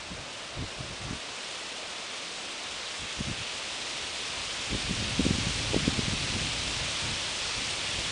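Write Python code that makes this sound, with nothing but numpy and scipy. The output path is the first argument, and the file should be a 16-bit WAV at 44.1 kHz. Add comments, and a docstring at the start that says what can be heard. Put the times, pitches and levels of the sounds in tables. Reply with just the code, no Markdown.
"""Dry leaves rustle in the crown of an autumn tree: countless brushes and ticks, louder and brighter
as the wind rises. Far trees and open air hum underneath. Now and then the breeze reaches the single
microphone, where it rumbles, and its strongest eddies land as soft low thumps."""
import sys
import numpy as np
from scipy import signal
from scipy.fft import rfft, irfft, next_fast_len
from scipy.io import wavfile
from scipy.ndimage import uniform_filter1d, map_coordinates

SR = 44100
rng = np.random.default_rng(int(sys.argv[2]) if len(sys.argv) > 2 else 0)


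def waveform_to_disk(signal):
    """Save audio, clipped to [-1, 1], as 16-bit WAV at the path in sys.argv[1]."""
    frames = np.transpose(np.atleast_2d(signal))
    scaled = np.clip(frames, -1, 1) * 32767
    samples = np.round(scaled).astype(np.int16)
    wavfile.write(sys.argv[1], SR, samples)


N = 357651


def amp(db):
    """Decibels to gain."""
    return 10 ** (np.asarray(db) / 20)


def unit_rms(x):
    """x at rms 1."""
    return x / np.sqrt(np.mean(x ** 2) + 1e-20)


def curve(rows):
    """(seconds, value) rows as one value per sample."""
    return np.interp(np.arange(N) / SR, *np.transpose(rows))


def wobble(knots_per_s):
    """Smooth random curve."""
    knots = rng.standard_normal(int(N * knots_per_s / SR) + 4)
    return map_coordinates(knots, [np.arange(N) * knots_per_s / SR])


def filtered(x, response):
    """x through a gain given as a function of Hz."""
    size = next_fast_len(N + 8192)
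    return irfft(rfft(x, size) * response(np.fft.rfftfreq(size, 1 / SR)), size)[..., :N]


def coloured(x, spectrum):
    """x shaped by (Hz, dB) points on a log axis, at rms 1."""
    points_hz, points_db = np.transpose(spectrum)
    return unit_rms(filtered(x, lambda hz: amp(np.interp(np.log(hz + 1), np.log(points_hz), points_db))))


def patchy_noise(spectrum, patchy_db):
    """Noise of rms 1 with patches of random gain in time and frequency."""
    bins = signal.stft(rng.standard_normal(N), nperseg=512)[2]
    patches = uniform_filter1d(rng.standard_normal(bins.shape), size=16, axis=0)
    patches = uniform_filter1d(patches, size=12, axis=1)
    noise = signal.istft(bins * amp(patchy_db * unit_rms(patches)), nperseg=512)[1][:N]
    return coloured(noise, spectrum)


def leaf_contacts(per_s, spread_db, scrape_s):
    """Leaves touch at random moments; each touch is a tiny scrape of its own strength."""
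    touches = rng.random(N) < per_s / SR
    strength = amp(spread_db * np.clip(rng.standard_normal(N), -2, 2))
    t = np.arange(SR // 20) / SR
    power = signal.fftconvolve(touches * strength ** 2, np.exp(-t / scrape_s))[:N]
    return np.sqrt(np.abs(power)) * rng.standard_normal(N)


# Wind in the crown builds in steps, then holds. Each row: time in seconds, rustle level in dB.
CROWN_LEVELS = [(0, -43.5), (1.28, -40.5), (1.44, -39.5), (1.85, -39.8), (4.1, -36.5), (5.3, -33.5),
                (8.1, -33.7)]
# Leaf hiss and leaf ticks. Each row: frequency in Hz, relative density in dB.
HISS_SPECTRUM = [(100, -25.5), (400, -7), (800, -7), (1100, -6), (1600, -6), (2000, -3.5), (2500, -0.16),
                 (3500, 0), (4300, -3), (5500, -5.5), (7000, -10), (9000, -13.5), (10000, -20.5)]
TICK_SPECTRUM = [(500, -32.5), (1500, -9), (2600, 4.5), (4200, 0.5), (7000, -17.5), (10000, -14)]


def leaves():
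    """The whole crown merges into a hiss; the nearest leaves tick, more often in stronger wind."""
    rustle_db = curve(CROWN_LEVELS)
    swell_db = rustle_db - rustle_db.max()
    hiss = patchy_noise(HISS_SPECTRUM, patchy_db=0.5)
    density = amp(0.6 * swell_db)
    contacts = leaf_contacts(per_s=520 * density, spread_db=4.0, scrape_s=0.0017)
    ticks = coloured(contacts / np.sqrt(density), TICK_SPECTRUM)
    crown = hiss + amp(-9.5) * ticks
    # Stronger wind: harder contacts, more treble.
    treble = filtered(crown, lambda hz: hz ** 4 / (hz ** 4 + 5800 ** 4))
    flicker_db = 0.42 * wobble(25) + wobble(110)
    treble_gain = amp(0.06 * swell_db + 2.05 + flicker_db)
    return amp(rustle_db) * (crown + (treble_gain - 1) * treble)


# Distant wash. Each row: frequency in Hz, relative density in dB.
FAR_AIR_SPECTRUM = [(20, -18), (60, -10.5), (140, -8), (230, -2.5), (430, -2), (610, 1.8), (790, -2.5),
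                    (1250, -2), (1700, -4.5), (3000, -12), (10000, -28.5)]


def far_air(level_db=-45.0):
    """The steady, dull wash of distant trees and open air."""
    return amp(level_db) * patchy_noise(FAR_AIR_SPECTRUM, patchy_db=0.67)


# Draught, almost still until one long gust. Each row: time in seconds, rumble level in dB.
DRAUGHT_LEVELS = [(0, -54), (1.5, -66), (2.6, -67), (3.6, -57.5), (4.62, -49.5), (4.9, -38), (5.85, -35.5),
                  (6.7, -40), (7.35, -49), (8.1, -45)]
# Short puffs on top of it. Each row: start in seconds, hold in seconds, rumble level in dB.
AIR_PUFFS = [(0.111, 0.033, -43.5), (.2, .02, -47.5), (.575, 0.075, -38), (.79, 0.15, -47),
             (1.02, .13, -40), (2.7, 0.089, -57), (3.0, .05, -47), (3.195, 0.017, -38), (3.27, .045, -35),
             (3.39, 0.015, -41), (4.717, 0.046, -33), (6.28, .11, -36.5), (6.66, .05, -39),
             (6.8, .025, -39.5), (7.02, 0.11, -39), (7.572, .03, -39), (7.68, .03, -42.5),
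             (7.96, 0.074, -43)]


def breeze_db(attack_s=0.014, release_s=0.023, wake_hold_s=0.01, wake_offset_db=-19.5):
    """Air at the microphone: the draught plus puffs and eddy wakes that rise, hold and die away."""
    t = np.arange(N) / SR
    power = amp(curve(DRAUGHT_LEVELS)) ** 2
    wakes = [(time_s, wake_hold_s, db + wake_offset_db) for time_s, db, _ in STRONG_EDDIES]
    for start_s, hold_s, db in list(AIR_PUFFS) + wakes:
        fade = np.maximum(start_s - t, 0) / attack_s + np.maximum(t - start_s - hold_s, 0) / release_s
        power += (amp(db) * np.exp(-np.minimum(fade, 20))) ** 2
    return 10 * np.log10(power)


# Large and small eddies. Each row: frequency in Hz, relative density in dB.
RUMBLE_SPECTRUM = [(15, -25.5), (30, -9), (50, -1.5), (75, -1), (115, -1), (160, -7), (250, -17),
                   (400, -27.5), (800, -50)]
FLUTTER_SPECTRUM = [(50, -27), (130, -0.5), (230, 0), (310, -2.5), (400, -12), (520, -11.5), (900, -31),
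                    (2000, -72)]


def buffeting():
    """Turbulence on the microphone: faster air is louder and sheds smaller, higher eddies."""
    rumble_db = breeze_db()
    lumps = unit_rms(amp(1.5 * wobble(45)))
    rumble = coloured(rng.standard_normal(N), RUMBLE_SPECTRUM)
    flutter = coloured(rng.standard_normal(N), FLUTTER_SPECTRUM)
    flutter_gain = amp(0.2 * rumble_db + 2.5)
    return amp(rumble_db) * lumps * (rumble + flutter_gain * flutter) / np.sqrt(1 + flutter_gain ** 2)


# Eddies hitting the microphone. Each row: centre in seconds, relative level in dB, nominal pitch in Hz.
STRONG_EDDIES = [(0.118, -31, 205), (0.13, -40, 179), (0.609, -32, 171), (0.625, -28, 283),
                 (0.81, -28.5, 132), (1.111, -26, 165), (1.132, -29.5, 213), (1.154, -34, 199),
                 (3.209, -23, 185), (3.27, -30, 135), (3.287, -32, 188), (3.316, -29.5, 169),
                 (4.733, -26, 229), (4.751, -25, 299), (4.897, -25.5, 181), (4.912, -20, 177),
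                 (5.025, -23.5, 180), (5.197, -13.5, 223), (5.207, -17, 216), (5.254, -20.5, 242),
                 (5.267, -12.5, 246), (5.31, -14, 180), (5.354, -25, 209), (5.387, -22, 178),
                 (5.471, -22, 165), (5.735, -21, 383), (5.745, -15, 407), (5.765, -14.5, 304),
                 (5.829, -24, 141), (5.88, -13, 220), (5.993, -19, 204), (6.083, -21, 146),
                 (6.137, -24, 200), (6.366, -27.5, 191)]


def thumps(width_cycles=0.46, pitch_scatter=0.039, whirl_gain=0.21, trim_db=-0.5):
    """Each strong eddy is a short pressure swing that swells and dies; smaller whirls ride on it."""
    out = np.zeros(N + SR)
    t = np.arange(-SR // 20, SR // 20) / SR
    for centre_s, db, hz in STRONG_EDDIES:
        swing_phase, detune, whirl_phase = rng.uniform(-0.78, 1, 3)
        cycles = hz * (1 + pitch_scatter * detune) * t
        swing = np.cos(np.pi * (2 * cycles + swing_phase)) * np.exp(-0.5 * (cycles / width_cycles) ** 2)
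        whirl = np.cos(np.pi * (2 * 2.08 * cycles + whirl_phase)) * np.exp(-0.5 * (cycles / 0.5) ** 2)
        start = round((centre_s + t[0]) * SR)
        out[start:start + len(t)] += amp(db + trim_db) * (swing + whirl_gain * whirl)
    return out[:N]


def scene():
    """One microphone feeds both channels."""
    mono = leaves() + far_air() + buffeting() + thumps()
    return np.array([mono, mono])


def record(dry, cutoff_hz=10140):
    """Brick-wall low-pass."""
    return filtered(dry, lambda hz: hz < cutoff_hz)


dry = scene()
out = record(dry)
waveform_to_disk(out)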